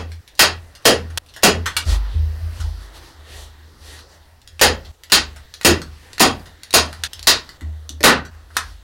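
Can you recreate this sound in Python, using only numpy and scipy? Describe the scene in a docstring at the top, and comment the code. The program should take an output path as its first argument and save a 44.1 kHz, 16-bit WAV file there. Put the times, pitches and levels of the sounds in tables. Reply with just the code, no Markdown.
"""Sharp snaps, hard enough to overload the microphone: a hand staple gun drives staples into a timber
frame in a bare attic room. Each impact excites modes of the gun's steel, the stud and the wall, and the
lever ticks before and after. The floor booms under shots and shifting feet, and gloves rub mineral wool
into a rustle. At set instants all ringing breaks off and the rustle jumps in level."""
import sys
import numpy as np
from scipy import signal
from scipy.fft import rfft, irfft, next_fast_len
from scipy.io import wavfile
from scipy.ndimage import uniform_filter1d

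SR = 44100
rng = np.random.default_rng(int(sys.argv[2]) if len(sys.argv) > 2 else 0)


def file_out(sig):
    """Save sig as 16-bit WAV at sys.argv[1]."""
    # one column per channel
    cols = np.atleast_2d(sig).T
    # limit, then scale
    lim = np.clip(cols, -1, 1)
    pcm = np.round(lim * 32767).astype(np.int16)
    wavfile.write(sys.argv[1], SR, pcm)


N = 389388
T = np.arange(SR // 2) / SR

# Instants in seconds at which all ringing breaks off.
BREAKS = [0.211, 1.186, 1.852, 4.452, 4.917, 5.458, 6.029, 6.56, 7.078, 7.574, 8.31]
# Staple shots. Each row: start in seconds, relative level in dB, steel colour in Hz, colour level in dB,
# stud level in dB, stud pitch in Hz, wall level in dB.
SHOTS = [(-0.09, -4, 3430, -19, 1.5, 506, -2), (0.393, 8, 3730, -4.5, -7, 423, -18),
         (0.854, 6.5, 3750, -7, 2, 480, -2.5), (1.433, 8, 2730, -40, 1, 420, -3),
         (4.613, 7.5, 4440, -17.5, 0, 530, -8), (5.120, 4.5, 4000, 0.5, -23, 550, -11),
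         (5.648, 8, 3440, -27, 1.5, 331, -10.5), (6.204, 6, 4300, -9.5, -1, 766, -1.5),
         (6.739, 7.5, 4480, -11, -5, 705, -10.5), (7.271, 3, 4040, 4.5, -12.5, 734, -12.5),
         (8.038, 9, 1610, 5, 0.5, 530, -1.5)]


def staple_shots():
    """Impact excitation: the driver slams home with a broadband crack and rings steel, stud and wall."""
    out, t = np.zeros(N), T[:4096]
    for shot, tail in zip(SHOTS, room_tails(len(SHOTS))):
        start, db, colour_hz, colour_db, stud_db, stud_hz, wall_db = shot
        crack = rng.standard_normal(len(t)) * decay(t, 0.0051)
        crack[0] = 21.3  # the impulse of first contact
        crack = butterworth(crack, 2, 300., "high")
        facing = resonate(crack, colour_hz, q=1.09)  # the way the gun faces lifts one broad band
        body = steel_modes(colour_hz, db_per_octave=4.5, t60_scale=0.3)
        stud = wood_knock(t, stud_hz, t60=0.022, push_s=0.00061)
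        wall = wood_knock(t, hz=252.5, t60=0.042, push_s=0.0012)
        gun = amp(5.5) * unit(crack) + amp(colour_db) * unit(facing) + amp(0.5) * unit(body)
        timber = amp(stud_db) * unit(stud) + amp(wall_db) * unit(wall)
        add_in_room(out, start, amp(db) * (gun + timber) / 16, tail, wet_db=-24.)
    return out


def steel_modes(colour_hz, db_per_octave, t60_scale):
    """Modal superposition: a blow favours the gun's modes near its colour, never twice alike."""
    # Each row: frequency in Hz, relative level in dB, t60 in seconds before scaling.
    modes = [(1523, 2, 0.14), (1960, -4.5, 0.18), (2754, 1, 0.098), (2940, -1.5, 0.11), (3277, 3.5, 0.074),
             (3920, -21, 0.057), (4900, -18.5, 0.031), (5135, 1.5, 0.13), (6000, -10.5, 0.029),
             (6910, 10, 0.089), (8470, -5.5, 0.066), (9610, 13, 0.075)]
    hz, db, t60 = np.transpose(modes)[:, :, None]
    scatter, detune = rng.standard_normal((2, len(modes), 1))
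    gain = amp(db - db_per_octave * np.abs(np.log2(hz / colour_hz)) + 1.5 * scatter)
    return (gain * ring(T[:4096], hz * (1 + 0.0081 * detune), t60_scale * t60)).sum(0)


def wood_knock(t, hz, t60, push_s):
    """Forced response: a short push drives two wood modes, which radiate little below their pitch."""
    push = np.hanning(int(push_s * SR) + 3)
    modes = ring(t, hz, t60) - 0.54 * ring(t, hz * 1.58, .5 * t60)
    return butterworth(np.convolve(modes, push)[:len(t)], 2, hz * 0.57, "high")


def lever_ticks():
    """Contact transients: steel parts click, longer when hit harder, and ring briefly with the gun."""
    # Lever ticks, slips of the catch and knocks of the gun. Each row: time in seconds, peak in dB,
    # pitch in Hz, relative echo level in dB, level of the struck part's note in dB.
    contacts = [(0.119, -30, 2300, 0.5, -1), (0.278, -32, 3600, -1, -12), (0.353, -37.5, 6000, -1, -6),
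                (0.376, -37, 4200, 10, -17), (.386, -36, 3970, 2, -11), (0.752, -30.5, 3420, 3.5, -16),
                (0.824, -41, 1700, 3, -18), (0.847, -29.5, 3900, 14, -5), (1.099, -46, 1820, 15.5, -6),
                (1.175, -9, 1660, 5.5, -32), (1.263, -40, 4300, 1, -16), (1.288, -41.5, 4440, 7, -13),
                (1.339, -33.5, 4380, 4.5, -22), (1.364, -26, 1780, 4, -3), (1.426, -23, 2560, 4, -13),
                (1.555, -33, 1980, -1, -4), (1.659, -16, 1810, 11, -6), (1.767, -4.5, 2020, 1, -26),
                (2.601, -34.5, 1500, 14, -19), (3.991, -32.5, 1264, 1, -12), (4.417, -41.5, 4700, -2, -19),
                (4.476, -28, 4580, -2.5, -9), (4.595, -18, 2600, 4, 1), (4.849, -39, 3530, 9.5, -10),
                (5.036, -26.5, 3030, -1, -21), (5.100, -26, 1970, 4.5, -8), (5.362, -35.5, 1545, 6.5, -16),
                (5.54, -24, 4140, -1.5, -8), (5.613, -19.5, 2100, -2, -1), (5.633, -24, 4960, -1, -21),
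                (5.818, -19, 1590, -0.5, -26), (6.132, -23, 4180, -1.5, -17), (6.182, -17, 1900, -5, -2),
                (6.197, -8.5, 4440, 8, -30), (6.396, -33.5, 1284, 1, -5), (6.458, -37.5, 1850, 9, -4.5),
                (6.634, -23.5, 4050, -3.5, -29), (6.708, -22, 3930, -6.5, -6), (6.73, -15.5, 4550, -3, -15),
                (6.929, -25, 1740, -0.5, -14), (7.037, -7.5, 3200, -2, -24), (7.133, -19.5, 5400, -3.5, -9),
                (7.194, -24, 4060, -6, -6), (7.229, -17.5, 5530, -2.5, -19),
                (7.492, -27.5, 1750, -0.5, -11), (7.61, -31.5, 1960, 1.5, -4), (7.893, -19, 6040, -3, -2),
                (8.007, -21, 1850, -1.5, -7), (8.031, -10.5, 4400, -4, -20), (8.251, -33, 1570, 7.5, -5),
                (8.35, -42.5, 1500, -6, 5), (8.505, -42, 1400, 6, 8), (8.568, -2.5, 1540, -4.5, -15.5)]
    out, t = np.zeros(N), T[:2048]
    for (start, db, hz, echo_db, note_db), tail in zip(contacts, room_tails(len(contacts))):
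        envelope = ramp(t, 0.00022) * decay(t, 0.013 + 0.021 * amp(db))
        click = butterworth(rng.standard_normal(len(t)) * envelope, 3, hz / 1.86, "high")
        click = butterworth(click, 2, 11000., "low")
        body = steel_modes(hz, db_per_octave=11.0, t60_scale=0.12)[:len(t)]
        tick = unit(click) + amp(-9.5) * unit(body) + amp(note_db) * unit(ring(t, hz, t60=0.0087))
        add_in_room(out, start - .0005, amp(db) * tick / np.abs(tick).max(), tail, echo_db - 27.0)
    return out


def board_thumps():
    """Soft impact: a boot or knee stays long on the boards, so the blow carries little treble."""
    # Each row: start in seconds, peak in dB, pitch in Hz.
    blows = [(1.867, -35.5, 214), (2.146, -37, 220), (2.6, -43, 220), (7.616, -31.5, 245),
             (7.901, -36, 274), (8.007, -22.5, 625)]
    out = np.zeros(N)
    for (start, db, hz), tail in zip(blows, room_tails(len(blows))):
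        thump = wood_knock(T[:4096], hz, t60=0.023, push_s=0.0031)
        add_in_room(out, start, amp(db) * thump / np.abs(thump).max(), tail, wet_db=-26.)
    return out


def floor_boom():
    """Resonance: low modes of boards and joists swell at each shake, decay, and stir faintly all along."""
    # Shots and shifts of weight. Each row: start, swell, hold and t60 of the boards in seconds,
    # board level in dB, board pitch in Hz, joist level in dB.
    shakes = [(-.02, 0.019, 0.13, 0.74, -28, 82.2, -48), (0.398, 0.061, 0.13, 0.34, -30, 83.4, -54),
              (0.861, 0.13, 0.15, 0.59, -27, 81.3, -51), (1.436, .15, 0.038, 0.37, -21.5, 83.7, -35),
              (1.727, .05, 0.068, .5, -31.5, 82, -42), (1.857, 0.017, 0.042, 0.3, -14, 75.4, -11),
              (2.137, 0.03, 0.067, 0.67, -13.5, 78.1, -28), (2.404, 0.04, .03, 0.56, -19.5, 80.7, -31),
              (2.583, 0.022, 0.069, 0.37, -19, 79.4, -22.5), (3.097, 0.12, 0.32, 0.8, -38, 75.9, -60),
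              (3.301, 0.13, .1, 0.78, -51, 80, -36.5), (3.782, 0.058, 0.07, 1.8, -42, 76.6, -45),
              (4.474, 0.071, 0.061, .5, -43, 80, -66), (4.613, 0.037, .06, 0.36, -21.5, 78.2, -31),
              (4.86, 0.029, .03, 0.37, -32, 76, -47), (5.121, 0.052, 0.053, 1.4, -31.5, 73.4, -34.5),
              (5.65, 0.047, 0.035, 0.21, -15.5, 83, -40), (5.82, 0.043, 0.074, 0.35, -33, 76.3, -39),
              (6.206, 0.06, 0.07, 0.57, -32, 84.3, -34), (6.74, 0.035, 0.035, 0.74, -24.5, 78.2, -53),
              (6.98, 0.02, 0.048, .5, -34, 79, -56), (7.148, 0.022, 0.13, 0.53, -38.5, 79.7, -42),
              (7.274, .04, 0.046, .8, -39, 81.5, -49), (7.61, 0.044, 0.028, 0.87, -22.5, 77, -56.5),
              (7.898, .06, 0.24, .4, -32.5, 76.7, -52), (8.042, .05, 0.11, .4, -42, 78, -41),
              (8.297, 0.02, 0.053, .7, -37.5, 77.8, -41), (8.469, .04, 0.21, 0.28, -37.5, 79.2, -63),
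              (8.619, .05, 0.061, .3, -38, 71.6, -34)]
    joist_hz = 49.56
    out, t = np.zeros(N), np.arange(2 * SR) / SR

    def mode(hz, swell, hold, t60):
        rise = np.sin(np.pi / 2 * ramp(t, swell)) ** 2
        fall = decay(np.maximum(t - swell - hold, 0), t60)
        return np.sqrt(2) * rise * fall * np.sin(2 * np.pi * hz * t)

    def stir(hz, q):
        return unit(resonate(resonate(rng.standard_normal(N), hz, q), hz, q))

    for start, swell, hold, t60, boards_db, boards_hz, joist_db in shakes:
        boards = amp(boards_db) * mode(boards_hz, swell, hold, t60)
        joists = amp(joist_db) * mode(joist_hz, swell=0.072, hold=0, t60=0.95)
        gate = ramp(next_break(start + swell) - start - t, 0.0057)
        mix_in(out, start, (boards + joists) * gate)
    return out + amp(-51.5) * stir(79.6, q=9.2) + amp(-54.5) * stir(joist_hz, q=2.2)


def wool_rustle():
    """Friction noise: sleeves and wool rustle throughout; each glove stroke swells with a thin squeak."""
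    # Stretches between breaks. Each row: opening level in dB, closing level in dB, bass gain in dB.
    stretches = [(-52.5, -56.5, 0), (-55, -48.5, 2), (-54.5, -46.5, 2.5), (-41, -54, 1.5), (-54, -48.5, 1),
                 (-57, -49, 1.5), (-49.5, -48.5, -3), (-46, -51, 1.5), (-50.5, -45, -2.5), (-46.5, -49, -1),
                 (-52, -59, 4), (-49.5, -53, 0)]
    # Glove strokes. Each row: centre in seconds, half length in seconds, level in dB.
    strokes = [(.128, 0.032, -60), (1.707, 0.047, -62), (1.916, 0.048, -32), (2.615, 0.075, -51.5),
               (2.836, 0.036, -57), (2.967, 0.024, -49), (3.066, 0.059, -53.5), (3.373, 0.085, -43),
               (3.93, 0.095, -45), (4.127, 0.042, -57.5), (4.944, 0.015, -66), (7.662, 0.059, -71),
               (8.566, 0.015, -47), (8.644, 0.089, -52)]
    # Spectra of rustle and stroke. Each row: frequency in Hz, relative spectral density in dB.
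    rustle_spectrum = [(65, -32), (110, -8), (140, -20), (233, -20.5), (264, -19), (444, -20.5), (703, -23),
                       (1870, -26), (2210, -29), (4680, -32), (16000, -39)]
    stroke_spectrum = [(120, -51), (200, -9.5), (432, -0.5), (1160, -6.5), (1270, -10.5), (1870, -10),
                       (2130, -7.5), (4040, -6), (12200, -7.5), (16000, -26)]
    recoil_db, recoil_s = 9.5, 0.18
    t = np.arange(N) / SR
    edges, stretch = np.r_[0, BREAKS, N / SR], np.searchsorted(BREAKS, t)
    open_db, close_db, bass_db = np.transpose(stretches)[:, stretch]
    rustle_db = open_db + (close_db - open_db) * (t - edges[stretch]) / np.diff(edges)[stretch]
    for start, *_ in SHOTS:  # the arm's recoil lifts the rustle
        after_shot = (t > start) & (stretch == np.searchsorted(BREAKS, start))
        rustle_db += recoil_db * np.exp(-np.abs(t - start) / recoil_s) * after_shot
    swells = sum(amp(db) * np.exp(-np.abs((t - centre) / half) ** 2.6) for centre, half, db in strokes)
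    centres = 110 * 2 ** np.arange(0, 7.3, .5)
    rustle, stroke = 0, 0
    for hz, band in zip(centres, noise_bands(next_fast_len(N, True), centres)[:, :N]):
        band = band * amp(3.3 * flicker(rate_hz=11.0))
        bass_share = np.clip(np.log2(1600 / hz), 0, 1)
        rustle += amp(at_frequency(rustle_spectrum, hz) + bass_share * bass_db) * band
        stroke += amp(at_frequency(stroke_spectrum, hz)) * band
    squeak = amp(-15.5) * unit(resonate(rng.standard_normal(N), hz=1870, q=45.))
    fibre_crackle = amp(0.33 * uniform_filter1d(rng.exponential(1., N) ** 2 - 2, size=60))
    return fibre_crackle * (amp(rustle_db) * unit(rustle) + swells * (unit(stroke) + squeak))


def room_tails(count, gap_s=0.00069, rise_s=0.0034):
    """Diffuse reverberation at several spots: dense reflections, each band fading at its own rate."""
    # Each row: frequency in Hz, reverberation time t60 in seconds.
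    reverberation = [(100, 0.64), (200, 0.35), (420, 0.27), (1100, 0.25), (2900, 0.22), (7700, 0.17),
                     (15000, 0.098)]
    centres, length = 70 * 2 ** np.arange(0, 8.5, .5), 1 << 17
    noise = noise_bands(length, centres)
    early_lift = 1 + 0.32 * np.exp(-T / 0.012)  # strong echoes off the nearest studs and boards
    fade = decay(T, at_frequency(reverberation, centres)[:, None]) * ramp(T - gap_s, rise_s) * early_lift
    return [(noise[:, k:k + len(T)] * fade).sum(0) for k in rng.integers(0, length - len(T), count)]


def add_in_room(out, start, direct, tail, wet_db):
    """Convolution: the direct sound and its echoes add up, lasting until the next break at most."""
    heard = signal.fftconvolve(direct, amp(wet_db) * tail)[:len(T)]
    heard[:len(direct)] += direct
    mix_in(out, start, heard * ramp(next_break(start) - start - T, 0.0064))


def mix_in(out, start, sound):
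    offset = int(round(start * SR))
    first, last = max(offset, 0), min(offset + len(sound), N)
    out[first:last] += sound[first - offset:last - offset]


def next_break(time):
    return min([instant for instant in BREAKS if instant > time] + [N / SR])


def noise_bands(n, centres):
    """Incoherent addition: independent noises in overlapping bands whose powers sum to white."""
    hz = np.maximum(np.fft.rfftfreq(n, 1 / SR), 1.)
    index = np.arange(len(centres))
    position = np.interp(np.log(hz), np.log(centres), index)
    shapes = np.cos(np.pi / 2 * np.clip(position - index[:, None], -1, 1))
    return irfft(rfft(rng.standard_normal((len(centres), n))) * shapes, n)


def flicker(rate_hz):
    """Slow modulation: random steps, smoothed twice."""
    hold = int(SR / rate_hz)
    steps = np.repeat(rng.standard_normal(N // hold + 1), hold)
    return uniform_filter1d(uniform_filter1d(steps, hold), hold)[:N]


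def at_frequency(table, hz):
    """Interpolate (Hz, value) rows on a log-frequency axis."""
    frequencies, values = np.transpose(table)
    return np.interp(np.log(np.maximum(hz, 1.)), np.log(frequencies), values)


def resonate(x, hz, q):
    return signal.lfilter(*signal.iirpeak(hz, q, fs=SR), x)


def butterworth(x, order, hz, kind):
    return signal.sosfilt(signal.butter(order, hz, kind, fs=SR, output="sos"), x)


def ring(t, hz, t60):
    return np.sin(2 * np.pi * hz * t) * decay(t, t60)


def decay(t, t60):
    """Exponential damping: 60 dB down after t60 seconds."""
    return 1000. ** (-t / t60)


def ramp(t, seconds):
    return np.clip(t / seconds, 0, 1)


def amp(db):
    return 10 ** (db / 20)


def unit(x):
    """Scale to an RMS of one."""
    return x / np.sqrt(np.mean(x ** 2))


def scene():
    """Superposition: all sources add in one channel."""
    return (staple_shots() + lever_ticks() + board_thumps() + floor_boom() + wool_rustle())[None]


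def record(dry):
    """Saturation: the microphone colours the sound, adds hiss, clips the peaks and cuts the top treble."""
    # Each row: frequency in Hz, microphone gain in dB.
    response = [(60, -3), (1500, 3.5), (1900, 6.5), (2200, 0.5), (2900, 3.5), (3500, 5), (4500, 6.5),
                (5300, 3), (6000, 2.5), (6500, -1), (12000, -2.5), (16000, -5.5)]
    hiss_db, ceiling, top_hz = -66.5, 0.48, 15900
    cepstrum = irfft(np.log(amp(at_frequency(response, np.fft.rfftfreq(1024, 1 / SR)))))
    cepstrum[1:512] *= 2  # folding onto positive time gives minimum phase
    cepstrum[513:] = 0
    impulse_response = irfft(np.exp(rfft(cepstrum)))
    coloured = signal.fftconvolve(dry[0], impulse_response)[:N]
    clipped = np.clip(coloured + amp(hiss_db) * rng.standard_normal(N), -ceiling, ceiling)
    return signal.sosfiltfilt(signal.ellip(8, .1, 45, top_hz, fs=SR, output="sos"), clipped)[None]


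dry = scene()
out = record(dry)
file_out(out)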